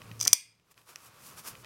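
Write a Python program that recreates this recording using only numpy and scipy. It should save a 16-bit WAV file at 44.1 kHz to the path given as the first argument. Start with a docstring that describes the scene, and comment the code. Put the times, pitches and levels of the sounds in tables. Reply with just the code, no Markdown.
"""In a small quiet room, hole-punch pliers are squeezed through a leather strap close by.
Over a low hum, the punch advances by stick-slip friction, creaking and crunching, then snaps
onto its anvil. Each impact excites the modes of the steel, and pliers and room ring briefly.
A low background rumble dips after the snap and slowly swells back.
Fingers slide along the strap, which ticks lightly against the tool."""
import sys
import numpy as np
from scipy import signal
from scipy.fft import rfft, irfft
from scipy.io import wavfile

SR = 44100
rng = np.random.default_rng(int(sys.argv[2]) if len(sys.argv) > 2 else 0)


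def materialize(psi):
    """Save the field psi as 16-bit PCM at rate SR to the path in sys.argv[1].

    A 1-D psi becomes a single channel; in a 2-D psi each row is a channel.
    """
    bounded = np.clip(np.atleast_2d(psi).T, -1, 1)
    quanta = np.round(bounded * 32767).astype(np.int16)
    wavfile.write(sys.argv[1], SR, quanta)


N = 72765


def undb(db):
    return 10 ** (np.asarray(db) / 20)


def unit_rms(x):
    return x / np.sqrt(np.mean(x ** 2))


def envelope(rows, column=1):
    """Gain over time, interpolated in dB."""
    rows = np.array(rows)
    return undb(np.interp(np.arange(N) / SR, rows[:, 0], rows[:, column]))


def colour(x, spectrum):
    """Spectral shaping by points in Hz and dB, scaled to unit rms."""
    hz, db = np.array(spectrum).T
    f = np.fft.rfftfreq(len(x), 1 / SR)
    gain = undb(np.interp(np.log(f + 1), np.log(hz), db))
    return unit_rms(irfft(rfft(x) * gain, len(x)))


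def resonator(x, hz, width_hz):
    """A second-order resonance with unit gain at its centre."""
    return signal.lfilter(*signal.iirpeak(hz, hz / width_hz, fs=SR), x)


def decay(t, t60):
    """Exponential damping: 60 dB in t60 seconds."""
    return np.exp(-np.log(1000) * t / t60)


def add(out, start, x):
    i = int(start * SR)
    out[i:i + len(x)] += x[:N - i]


# Hum during the squeeze. Each row: time in seconds, level in dB.
HUM_LEVELS = [(0, -57), (.06, -58.5), (.12, -48), (.17, -53.5), (.24, -52.5), (.3, -62), (.37, -89.5)]
# Low rumble that dips after the snap and slowly swells back. Each row: time in seconds, level in dB.
RUMBLE_LEVELS = [(0, -54.5), (.06, -55), (.12, -52), (.18, -55.5), (.24, -52.5), (.33, -60.5), (.37, -80),
                 (.6, -77), (.78, -74), (1.0, -72.5), (1.2, -65.5), (1.28, -59), (1.42, -62.5),
                 (1.54, -56.5), (1.65, -60)]
# Spectrum of the rumble. 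Each row: frequency in Hz, gain in dB.
RUMBLE_SPECTRUM = [(20, -26), (55, -15), (90, -7), (118, 0), (140, -5.5), (180, -6), (280, -17),
                   (480, -14.5), (900, -39)]
# Spectrum of the still room. Each row: frequency in Hz, gain in dB.
ROOM_SPECTRUM = [(20, -18), (60, -11), (120, 0), (260, -14.5), (1200, -18.5), (5000, -22.5),
                 (16000, -38.5)]

def background(hum_hz=112.3, waver_depth=.04, floor_db=-74.5):
    """Random frequency modulation makes a hum waver; shaped noise gives the rumble and still room."""
    waver = colour(rng.standard_normal(N), [(1, 0), (15, 0), (60, -40)])
    phase = 2 * np.pi * np.cumsum(hum_hz * (1 + waver_depth * waver)) / SR
    hum = np.sqrt(2) * envelope(HUM_LEVELS) * np.sin(phase)
    rumble = envelope(RUMBLE_LEVELS) * colour(rng.standard_normal(N), RUMBLE_SPECTRUM)
    floor = undb(floor_db) * colour(rng.standard_normal(N), ROOM_SPECTRUM)
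    return hum + rumble + floor


def friction(catches_per_s=2700, spread_db=5.5, catch_share=.29):
    """Friction noise: tiny catches of uneven size share the power with a smooth slide."""
    catches = (rng.random(N) < catches_per_s / SR) * rng.choice([-1, 1], N)
    sizes = undb(spread_db * np.minimum(rng.exponential(size=N), 4))
    slide = rng.standard_normal(N)
    return np.sqrt(catch_share) * unit_rms(catches * sizes) + np.sqrt(1 - catch_share) * slide


# Skin sliding on leather. Each row: time in seconds, hiss level in dB, strap body level in dB.
RUB_LEVELS = [(0, -65, -58), (.12, -65.5, -57.5), (.19, -64, -61.5), (.33, -56, -59.5), (.38, -84, -78.5),
              (.62, -90, -87), (.70, -76, -70.5), (.718, -57.5, -64), (.74, -86, -86), (.782, -66, -62.5),
              (.85, -73.5, -76), (.895, -53.5, -53.5), (.945, -66.5, -62), (1.005, -63, -60.5),
              (1.066, -54.5, -58), (1.108, -69.5, -60.5), (1.20, -61, -59.5), (1.266, -50, -57.5),
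              (1.32, -56.5, -54), (1.358, -61.5, -58.5), (1.386, -45, -49), (1.426, -61, -61.5),
              (1.455, -49, -49.5), (1.478, -38, -46.5), (1.505, -50, -52.5), (1.535, -62, -56.5),
              (1.62, -59, -63.5), (1.65, -74, -50.5)]
# Spectrum of the hiss. Each row: frequency in Hz, gain in dB.
HISS_SPECTRUM = [(1000, -23.5), (2500, -4), (3800, -6.5), (5000, 0.5), (7500, -0.5), (10000, 0.5),
                 (12500, 0), (15500, -5.5)]
# Spectrum of the strap's body. Each row: frequency in Hz, gain in dB.
STRAP_SPECTRUM = [(60, -25), (250, -10.5), (550, -4), (780, -7.5), (1150, 2), (1500, -4), (2000, -9.5),
                  (2450, -6), (3000, -11), (6000, -15.5), (16000, -37)]

def finger_rub():
    """Sliding friction hisses under the fingers and excites the body of the strap."""
    hiss = envelope(RUB_LEVELS, column=1) * colour(friction(), HISS_SPECTRUM)
    body = envelope(RUB_LEVELS, column=2) * colour(friction(), STRAP_SPECTRUM)
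    return hiss + body


# Taps of the strap on the tool. Each row: start in seconds, body level in dB, click level in dB.
STRAP_TAPS = [(0.0176, -32.5, -43), (0.115, -32, -44.5), (.598, -57, -62), (.743, -62, -53),
              (0.7776, -43, -51), (.816, -51.5, -56), (.9588, -32.5, -28), (1.553, -35.5, -47),
              (1.646, -32, -44)]
# Modes of the tool's body. Each row: frequency in Hz, level in dB, T60 in seconds.
TOOL_MODES = [(620, -14, 0.016), (1230, -8.5, 0.01), (1922, -5, 0.013), (2520, -3, 0.015), (3050, -5, .010),
              (3887, -8.5, 0.008)]

def strap_ticks(click_t60=.0054):
    """A light impact gives a bright click and a damped free vibration of the tool."""
    out, t = np.zeros(N), np.arange(SR // 25) / SR
    for start, body_db, click_db in STRAP_TAPS:
        burst = rng.standard_normal(len(t)) * decay(t, click_t60)
        click = resonator(burst, hz=5280, width_hz=2300)
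        body = sum(undb(db) * decay(t, t60) * np.sin(2 * np.pi * (hz * t + rng.random()))
                   for hz, db, t60 in TOOL_MODES)
        add(out, start, undb(click_db) * click / np.abs(click).max() + undb(body_db) * body / 2)
    return out


# Leather giving way. Each row: time in seconds, level in dB.
CRUNCH_LEVELS = [(.19, -73), (.212, -56.5), (.235, -58), (.257, -59), (.261, -37), (.269, -44), (.285, -58),
                 (.33, -63.5), (.37, -89)]
# Spectrum of the crunch. Each row: frequency in Hz, gain in dB.
CRUNCH_SPECTRUM = [(100, -12.5), (300, -1), (700, -1), (1300, -4.5), (2000, -1), (4000, -24),
                   (16000, -47.5)]

def leather_crunch():
    """Leather yields under the punch with dull, grainy friction noise."""
    return envelope(CRUNCH_LEVELS) * colour(friction(), CRUNCH_SPECTRUM)


# Fine creak between the larger slips. Each row: time in seconds, relative level in dB.
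CREAK_LEVELS = [(.19, -85), (.203, -46), (.218, -44.5), (.228, -36.5), (.243, -46.5), (.254, -37),
                (.269, -51.5), (.275, -30), (.283, -40), (.31, -56), (.33, -89.5)]
# Spectrum of the creak. Each row: frequency in Hz, gain in dB.
CREAK_SPECTRUM = [(1500, -30.5), (3800, -20), (4800, -0.5), (5900, -1), (7300, -8), (9600, -11.5),
                  (13000, -14), (16000, -18.5)]

def creak(slips_per_s=1300, gain_db=-2):
    """Stick-slip motion of steel in leather makes a dense random train of impulses."""
    slips = (rng.random(N) < slips_per_s / SR) * rng.standard_normal(N)
    return undb(gain_db) * envelope(CREAK_LEVELS) * colour(slips, CREAK_SPECTRUM)


# Slips and blows of the punch. Each row: start in seconds, peak level of the steel in dB,
# treble boost in dB, relative knock level in dB.
BLOWS = [(0.1945, -34.5, -3.5, -22.5), (0.2014, -24, -2, -21), (0.2077, -25, -2.5, -19),
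         (0.2117, -12, -2, -13), (0.2125, -22, 0, -18.5), (.2215, -26, 0, -22), (0.2263, -23, 2.5, -21.5),
         (0.2271, -25, 3.5, -22), (0.2292, -18.5, -0.5, -19), (.2315, -21, 0.5, -22),
         (.2394, -26, -2, -19.5), (.2477, -30, -4, -21.5), (0.2517, -14.5, 0, -28.5),
         (.256, -24, -4, -19.5), (0.2729, -15, 4, -21), (0.2736, -16, 2.5, -24.5), (.2767, -14, 1, -23.5),
         (0.2782, -3, -4, -27), (0.2786, -16, 4.5, -19), (.3300, 0, -6, -16.5), (.3309, -5.5, -5.5, -14),
         (.3326, 1, 9.5, -26), (.3337, -15, 6.5, -22), (0.3422, -27, 7.5, -22)]
# Modes of the steel jaws. Each row: frequency in Hz, level in dB, T60 in seconds.
JAW_MODES = [(2366, -28.5, .03), (3525, -12.5, .006), (4300, -18.5, 0.0077), (5076, -10.5, 0.015),
             (5690, -2.5, 0.0046), (5974, 1, .006), (6730, -15.5, 0.0056), (8100, -20, 0.011),
             (8600, -12.5, 0.0078), (9670, -16.5, 0.011), (12170, -18.5, 0.0068), (13530, -16, .006),
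             (14930, -20, 0.0048)]
# Modes of the knock. Each row: frequency in Hz, level in dB, T60 in seconds.
KNOCK_MODES = [(280, -18, 0.035), (540, -11.5, .016), (1033, -1, .009), (1420, -3.5, .008)]

def punch(treble_hz=7200, contact_s=.00019, crack_db=-14, jaw_detune=.0051, knock_detune=.067):
    """Impact excitation: each blow rings the jaws, with a crack and a dull knock through the leather."""
    out, t = np.zeros(N), np.arange(SR // 16) / SR
    for start, peak_db, treble_db, knock_db in BLOWS:
        jaw_scatter, noise, knock_scatter = rng.standard_normal((3, len(t)))
        ring, knock = 0, 0
        for (hz, db, t60), scatter in zip(JAW_MODES, jaw_scatter):
            is_treble = hz > treble_hz
            phase = 2 * np.pi * hz * (1 + jaw_detune * scatter) * t + is_treble * np.pi * scatter
            ring += undb(db + treble_db * is_treble) * decay(t, t60) * np.sin(phase)
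        bright_noise = unit_rms(resonator(noise, hz=8600, width_hz=6000))
        crack = undb(crack_db + treble_db / 2) * bright_noise * decay(t, t60=.012)
        steel = (ring + crack) * (1 - np.exp(-t / contact_s))
        for k, (hz, db, t60) in enumerate(KNOCK_MODES):
            phase = 2 * np.pi * hz * (1 + knock_detune * knock_scatter[k]) * t
            knock += (-1) ** k * undb(db) * decay(t, t60) * np.sin(phase)
        add(out, start, undb(peak_db) * (steel / np.abs(steel).max() + undb(knock_db) * knock / 2))
    return out


# Lingering resonances of the pliers. Each row: centre in Hz, width in Hz, relative level in dB.
MODE_CLUSTERS = [(1680, 160, -15), (2135, 220, -3), (2410, 190, 1), (2780, 400, -10), (3338, 280, -3.5),
                 (3780, 200, -10.5), (4470, 160, -3), (4910, 260, 3), (5355, 500, -6), (6270, 310, -3),
                 (7200, 1400, -11), (8520, 550, 2), (9520, 600, -8), (11700, 2600, -14.5),
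                 (14000, 2600, -19.5)]

def pliers_ring(gain_db=-42):
    """Dense clusters of modes store the energy of each blow; damping drains the high ones sooner."""
    blow_energy = np.zeros(N)
    for start, peak_db, _, _ in BLOWS:
        add(blow_energy, start, np.array([undb(peak_db) ** 2]))
    out, power = 0, 0
    for hz, width_hz, db in MODE_CLUSTERS:
        t60 = np.interp(hz, [3000, 12000], [.41, .25])
        retained = decay(1 / SR, t60) ** 2  # share of energy left after one sample
        energy = signal.lfilter([1], [1, -retained], blow_energy)
        noise = resonator(rng.standard_normal(N), hz, width_hz)
        cluster = undb(db) * resonator(noise, hz, width_hz)
        out += np.sqrt(energy) * cluster
        power += np.mean(cluster ** 2)
    return undb(gain_db) * out / np.sqrt(power)


def reverberation(x, gain_db=-23, t60=.23, build_s=.0034):
    """Convolution with a decaying noise response gives the faint diffuse tail of a small room."""
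    t = np.arange(SR // 2) / SR
    reflections = resonator(rng.standard_normal(len(t)), hz=2000, width_hz=11000)
    response = reflections * decay(t, t60) * (1 - np.exp(-t / build_s))
    return undb(gain_db) * signal.fftconvolve(x, response / np.linalg.norm(response))[:N]


def scene():
    """Superposition of the sources and the room's tail in one channel."""
    direct = punch() + creak() + strap_ticks() + leather_crunch() + finger_rub()
    return (direct + pliers_ring() + reverberation(direct) + background())[None]


def record(dry, cutoff_hz=16100):
    """Clipping limits the loudest snap; a low-pass filter cuts the highest treble."""
    lowpass = signal.ellip(10, .1, 70, cutoff_hz, fs=SR, output="sos")
    return signal.sosfilt(lowpass, np.clip(dry, -1, 1))


dry = scene()
out = record(dry)
materialize(out)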